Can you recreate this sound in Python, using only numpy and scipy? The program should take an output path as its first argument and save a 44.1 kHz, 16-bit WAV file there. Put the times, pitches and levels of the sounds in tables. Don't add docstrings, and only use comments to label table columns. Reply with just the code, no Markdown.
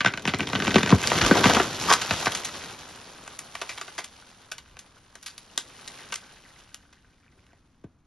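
import sys
import numpy as np
from scipy import signal
from scipy.fft import rfft, irfft, next_fast_len
from scipy.io import wavfile

SR = 44100
rng = np.random.default_rng(int(sys.argv[2]) if len(sys.argv) > 2 else 0)


def generate_wav(signal):
    frames = np.transpose(np.atleast_2d(signal))
    scaled = np.clip(frames, -1, 1) * 32767
    pcm = np.round(scaled).astype(np.int16)
    wavfile.write(sys.argv[1], SR, pcm)


N = 355446
TIME = np.arange(N) / SR

# (time [s], level [dB])
TRUNK_SPLITS = [(0.006, -10), (0.01, -16), (0.047, -7.5), (0.060, -2), (0.073, -14), (0.081, -18.5),
                (0.137, -18), (0.174, -21.5), (0.253, -14), (0.276, -8.5), (0.292, -17), (0.337, -11),
                (0.344, -17), (0.393, -17.5), (0.405, -12), (0.429, -24.5), (0.471, -19.5), (0.499, -25),
                (0.531, -12.5), (0.551, -12), (0.557, -13), (0.601, -14), (0.622, -14.5), (0.649, -18.5),
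                (0.669, -13.5), (0.678, -9.5), (0.706, -15.5), (0.743, -10), (0.782, -8.5), (0.807, -18.5),
                (0.831, -8.5), (0.86, -15.5), (0.874, -15.5), (0.892, -13.5), (0.904, -11.5), (0.914, -13)]
# (time [s], crack level [dB], crack pitch [Hz], tearing [ms], thud level [dB], thud pitch [Hz])
LIMB_BREAKS = [(0.757, -5, 2030, 3.4, -5.5, 263), (0.924, -0.5, 580, 2.5, -2.5, 172),
               (1.214, -9.5, 1820, 6.1, -21, 74), (1.311, -3.5, 1220, 1.3, -3.5, 340),
               (1.352, -18.5, 879, 50, -19, 420), (1.455, -6, 1700, 5.3, -8, 235),
               (1.600, -4, 1100, 0.93, -6.5, 620), (1.913, -6, 950, 4.6, -5.5, 1170),
               (2.108, -11.5, 1760, 7.5, -23.5, 128), (2.268, -8.5, 1100, 3.5, -27, 171),
               (5.577, -9, 3750, 0.93, -38, 430), (7.84, -47, 1000, 3.5, -34.5, 185)]


def amp(db):
    return 10 ** (np.asarray(db) / 20)


def unit(x):
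    return x / np.sqrt(np.mean(x ** 2))


def band(x, lo_hz, hi_hz, order=2):
    edges = [lo_hz, min(hi_hz, .45 * SR)]
    return signal.sosfilt(signal.butter(order, edges, "band", fs=SR, output="sos"), x)


def across(points, size):
    hz, value = np.transpose(points)
    return np.interp(np.log(np.fft.rfftfreq(size, 1 / SR) + 1), np.log(hz), value)


def colour(x, points):
    size = next_fast_len(N + 4096)
    return irfft(rfft(x, size) * amp(across(points, size)), size)[..., :N]


def walk(rate):
    knots = rng.standard_normal(2048)
    return np.interp(TIME * rate, np.arange(len(knots)), knots)


def add(track, start_s, sound):
    i = max(int(start_s * SR), 0)
    track[i:i + len(sound)] += sound[:N - i]


def fractures():
    # (time [s], level [dB], pitch [Hz], tearing [ms])
    snaps = [(1.039, -16, 1900, 3), (1.073, -6.5, 3970, 0.53), (1.117, -4.5, 1230, 1.2),
             (1.262, -12, 3580, 2.3), (1.440, -5.5, 1580, 5.7), (1.469, -7.5, 1695, 0.84),
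             (1.547, -11.5, 2140, 3.1), (1.567, -6.5, 804, 6), (1.901, -8.5, 2410, 2),
             (1.925, -9.5, 3500, 5.7), (1.936, -6.5, 3760, 2), (2.015, -19, 3480, 10.6),
             (2.258, -13.5, 2510, 3.1), (2.349, -17, 3480, 4.3), (2.447, -20.5, 5440, 7.3),
             (3.277, -27, 2020, 1.8), (3.390, -22.5, 5550, 2), (3.552, -20, 1790, 2),
             (3.615, -21, 1580, 8.8), (3.692, -26.5, 2240, 19), (3.776, -26, 2010, 6),
             (3.813, -21, 2200, 2.6), (3.831, -37, 4000, 1.3), (3.879, -29, 1360, 2.8),
             (3.980, -21, 1710, 10.6), (4.042, -29, 4260, 6.2), (4.516, -21.5, 2980, 4.1),
             (4.582, -29, 3560, 2.7), (4.768, -35.5, 1500, 3.5), (4.790, -35, 5000, 9),
             (5.154, -33.5, 2420, 4), (5.228, -34, 5520, 4.3), (5.261, -30.5, 4360, 27),
             (5.379, -31, 5440, 5), (5.877, -27, 4740, 4.7), (6.123, -19, 2110, 4.1),
             (6.140, -19.5, 4070, 1.7), (6.156, -22.5, 4870, 3), (6.744, -26, 3640, 1.4),
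             (6.927, -43.5, 1790, 4), (7.465, -49.5, 1710, 1.9), (7.530, -47, 694, 4.4)]
    split_hz, split_octaves = 2040, .5
    shortest_tear_ms, tear_doubling_db = 1.7, 9.5
    pitches = split_hz * 2 ** (split_octaves * (rng.random(len(TRUNK_SPLITS)) - .5))
    trunk = []
    for (start, db), hz in zip(TRUNK_SPLITS, pitches):
        tear_ms = shortest_tear_ms * 2 ** (-min(db + 10.5, 0) / tear_doubling_db)
        trunk.append((start, db, hz, tear_ms))
    return trunk + [row[:4] for row in LIMB_BREAKS] + list(snaps)


def narrowness(start_s, trunk_db=4.5, limb_db=3.0, twig_db=1.26):
    return np.interp(start_s, [.7, 1.1, 3.5], [trunk_db, limb_db, twig_db])


def branch(pitch_hz, narrow_db, above_db=4.0, low_side=0.21, lowest=0.29, ripple_db=3.3,
           travel_ms=1.494, size=512, count=24):
    hz = np.fft.rfftfreq(size, 1 / SR) + 1
    octaves = np.log2(hz / pitch_hz)
    db = -above_db * np.maximum(octaves, 0)
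    db -= narrow_db * octaves ** 2 * np.where(octaves < 0, low_side, 1)
    db -= 10 * np.log10(1 + (lowest * pitch_hz / hz) ** 4)
    modes_db = np.interp(hz, np.geomspace(300, 12000, count), ripple_db * rng.standard_normal(count))
    turns = 2 * travel_ms / 1000 * np.sqrt(2000 * hz)
    return irfft(amp(db + modes_db) * np.exp(-2j * np.pi * turns), size)


def cracks(fibres_per_s=2400, first_break=0.37, gain_db=-3.5, build_ms=1.0, shreds_db=-23,
           shreds_ms=26, size=4096, count=132, channels=4):
    out, t = np.zeros(N), np.arange(size) / SR
    since_ms = 1000 * (t - t[count])
    for start, db, pitch_hz, tear_ms in fractures():
        strain = np.exp(np.minimum(since_ms / build_ms, -since_ms / tear_ms))
        strain += amp(shreds_db) * np.exp(-since_ms / shreds_ms) * (since_ms > 0)
        strands = rng.standard_normal((channels, size))
        strands *= rng.random((channels, size)) < fibres_per_s / channels / SR
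        strands *= strain
        strands[0, count] += 2 * first_break
        snap = np.zeros(size)
        for fibres in strands:
            snap += signal.fftconvolve(fibres, branch(pitch_hz, narrowness(start)))[:size]
        length_s = (tear_ms + 1) / 2000
        add(out, start - t[count], amp(db + gain_db) * unit(snap) * np.sqrt(length_s * SR / size))
    return out


def blows():
    trunk_hz, thump_db = 203, -11
    held_db, loose_s = -9, 0.28
    trunk = []
    for start, db in TRUNK_SPLITS:
        hold_db = np.interp(start, [0, loose_s], [held_db, 0])
        trunk.append((start, db + thump_db + hold_db, trunk_hz))
    return trunk + [(start, db, hz) for start, *_, db, hz in LIMB_BREAKS]


def thuds(turns=1.2, ground=.25, delay_turns=1.29, width=0.78, lowest=0.4, size=4096):
    out, t = np.zeros(N), np.arange(1, size + 1) / SR
    for start, db, pitch_hz in blows():
        lateness = np.log(t * pitch_hz / delay_turns)
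        bends = .45 * unit(band(rng.standard_normal(size), pitch_hz / 10, pitch_hz / 2))
        rattle = .17 * unit(band(rng.standard_normal(size), pitch_hz / 2, pitch_hz * 3))
        cycles = turns * lateness + ground * pitch_hz * t + rng.random()
        sweep = np.sin(2 * np.pi * cycles + bends)
        swell = np.exp(-.5 * (lateness / width) ** 2)
        add(out, start, amp(db) * band(swell * (sweep + rattle), lowest * pitch_hz, 5500))
    return out


def squawk(peak_s=1.922, half_s=.021, level_db=-21, width_hz=150, slips_per_s=700):
    # (frequency [Hz], level [dB])
    squawk_modes = [(1100, 2.5), (3162, -11.5), (4975, -9)]
    slips = rng.standard_normal(N) * (rng.random(N) < slips_per_s / SR)
    rub = slips * np.exp(-.5 * ((TIME - peak_s) / half_s) ** 2)
    ring = np.zeros(N)
    for hz, db in squawk_modes:
        ring += amp(db) * unit(band(rub, hz - width_hz / 2, hz + width_hz / 2, order=1))
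    return ring * amp(level_db) * np.sqrt(2 * half_s * SR / N)


def motion(t):
    # (height of the heave [s], level [dB], build-up [dB/s], release [dB/s], weight on the boughs [dB])
    heaves = [(0.76, -38.5, 21, 45.5, 6.5), (1.27, -28, 26.5, 39, -0.5), (1.5, -23.5, 70, 90, 1.5),
              (1.91, -31, 109.5, 196, -2), (2.181, -33.5, 18.5, 28.5, -7), (3.72, -49, 25, 20, -12.5),
              (5.97, -49, 17.5, 22.5, -6.5), (6.6, -59.5, 31, 55, -7), (7.4, -69, 31.5, 27, 2)]
    trickle_db, bough_trickle_db = -17.5, -5
    wood_fade, twig_fade = 7, 8
    twig_smother = 0.14
    boughs = sticks = twigs = 0
    for peak_s, db, build, release, weight_db in heaves:
        before, after = np.maximum(peak_s - t, 0), np.maximum(t - peak_s, 0)
        swell = amp(db - build * before)
        heave = swell * amp(-release * after)
        debris = swell * amp(trickle_db - wood_fade * after)
        chaff = swell * amp(trickle_db - twig_fade * after)
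        boughs = boughs + (heave * amp(weight_db)) ** 2 + (debris * amp(bough_trickle_db)) ** 2
        sticks = sticks + heave ** 2 + debris ** 2
        twigs = twigs + (heave * amp(-twig_smother * weight_db)) ** 2 + chaff ** 2
    return 10 * np.log10([boughs, sticks, twigs])


def splinters(stick_hz=2500, bough_hz=700, first_db=1, breaking_db=-8, settled_db=-13, spread_db=4.0,
              busy=.6, narrow_db=1.0, tear_s=0.00083, count=420):
    out = np.zeros(N)
    s = TIME[::441]
    boughs_db, sticks_db, _ = motion(s)
    broken = np.cumsum(amp(busy * sticks_db))
    strain = np.exp(-TIME[:256] / tear_s)
    for when, strength, thinness in rng.random((count, 3)):
        start = np.interp(when, broken / broken[-1], s)
        size_db = -spread_db * np.log(max(strength, .1))
        db = np.interp(start, s, sticks_db)
        db += np.interp(start, [0, .7, 3], [first_db, breaking_db, settled_db])
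        crush_db = np.interp(start, s, boughs_db)
        pitch_hz = np.interp(crush_db, [-36, -28], [stick_hz, bough_hz]) * 2 ** (thinness - .5)
        fibres = strain * rng.standard_normal(len(strain)) ** 3
        snap = unit(np.convolve(fibres, branch(pitch_hz, narrow_db)))
        add(out, start, snap * amp(db + size_db))
    return out


def crackle(grains_per_s=520, spread_db=3.2, count=13):
    out = np.zeros((2, N))
    for hz in np.geomspace(70, 11000, count):
        chance = rng.random((8192, 4)).T
        when, strength, place, sign = chance[:, :int(grains_per_s * N / SR)]
        sizes = amp(-spread_db * np.log(strength.clip(.012))) * np.sign(sign - .5)
        pan = (place - .5) * min(hz / 1200, 1.5)
        clicks = np.zeros((2, N))
        clicks[:, (when * N).astype(int)] = sizes * np.array([1 + pan, 1 - pan])
        out += unit(band(clicks, hz / 1.41, hz * 2.02, order=2)) * np.sqrt(hz)
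    return out


def crown(swish_db=-5, surge_db=1.0, hiss_db=-7):
    # (frequency [Hz], level [dB])
    crown_colour = [(50, -13.5), (120, -6.5), (350, -9), (800, -2.5), (1300, -2), (3000, -9.5), (6000, -18),
                    (9000, -31), (12000, -24)]
    sides = band(rng.standard_normal((2, N)), 2200, 9900, order=1)
    swish = unit(rng.standard_normal(N) + 0.084 * sides)
    texture = colour(unit(crackle()) + amp(swish_db) * swish, crown_colour)
    zones = [(50, 452), (443, 3380), (2800, SR)]  # boughs, sticks, twigs (Hz)
    gains = amp(motion(TIME))
    out = np.zeros((2, N))
    for (lo, hi), gain in zip(zones, gains):
        out += unit(band(texture, lo, hi, order=3)) * gain
    lying = np.interp(TIME, [1.8, 3.2], [0, 1])
    out += unit(band(swish, 8700, 9000)) * gains[-1] * lying * amp(hiss_db)
    return out * amp(surge_db * (2.0 - lying) * walk(45))


def twig_ticks(pitch_hz=2050, octaves=1.2, follow=0.73, ticks_db=-13, count=440, size=1024):
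    out, t = np.zeros(N), np.arange(size) / SR
    cycles, spread_db = 3.2, 3.8
    for when, strength, thinness in rng.random((count, 3)):
        start = np.interp(when, [0, .3, 1], [2.4, 5.7, 7.6])
        hz = pitch_hz * 2 ** (octaves * (thinness - .5))
        db = follow * motion(start)[1] + ticks_db - spread_db * np.log(max(strength, .03))
        add(out, start, amp(db) * np.sin(2 * np.pi * hz * t) * np.exp(-hz * t / cycles))
    return out


def bush(x, near_db=-10.5, near_t60=0.085, far_db=-23, far_t60=0.21, apart=0.19, size=44100):
    t = np.arange(size) / SR
    noise = rng.standard_normal(size) + apart * rng.standard_normal((2, size))
    near = band(noise, 250, 17000, order=1) * amp(-60 * t / near_t60) * (t > .002)
    far = band(noise, 170, 6700, order=1) * amp(-60 * t / far_t60) * (1 - np.exp(-t / 0.016))
    echo = (amp(near_db) * unit(near) + amp(far_db) * unit(far)) / np.sqrt(size)
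    return signal.fftconvolve(x[None], echo, axes=1)[:, :N]


def air(level_db=-61):
    # (frequency [Hz], level [dB])
    air_colour = [(25, -4), (70, 0.5), (170, -4.5), (290, -7), (480, -25.5), (1200, -21), (3500, -38.5),
                  (11000, -52)]
    noise = rng.standard_normal(N) + 0.16 * rng.standard_normal((2, N))
    return unit(colour(noise, air_colour)) * amp(level_db + walk(3))


def gusts(lo_hz=30, hi_hz=75, peak_s=4.74, half_s=.045, level_db=-52):
    push = amp(level_db) * np.exp(-.5 * ((TIME - peak_s) / half_s) ** 2)
    return push * unit(band(rng.standard_normal(N), lo_hz, hi_hz))


def scene():
    wood = cracks() + splinters() + thuds() + squawk() + twig_ticks()
    return wood + bush(wood) + crown() + air() + gusts()


def record(dry, top_hz=11600):
    # (frequency [Hz], level [dB])
    mic_colour = [(5000, -0.5), (7000, 4.5), (9000, 1), (11500, -2.5)]
    # (frequency [Hz], left minus right [dB])
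    port_balance = [(110, 0), (550, 3.6), (1150, 0)]
    # (frequency [Hz], lead of the left [rad])
    port_phase = [(250, 0), (650, -.5), (1200, 0), (2700, .3), (3700, -.1), (5200, .1), (7700, 2.7),
                  (9450, 3.2), (9750, 2 * np.pi)]
    size = next_fast_len(N + 4096)
    lean = amp(across(port_balance, size) / 2)
    lag = np.exp(-1j * across(port_phase, size))
    spectrum = rfft(colour(dry, mic_colour), size)
    ports = irfft(spectrum * np.array([lean, lag / lean]), size)[:, :N]
    rounded = ports / (1 + ports ** 4) ** (1 / 4)
    return signal.sosfilt(signal.ellip(8, .2, 70, top_hz, fs=SR, output="sos"), rounded)


dry = scene()
out = record(dry)
generate_wav(out)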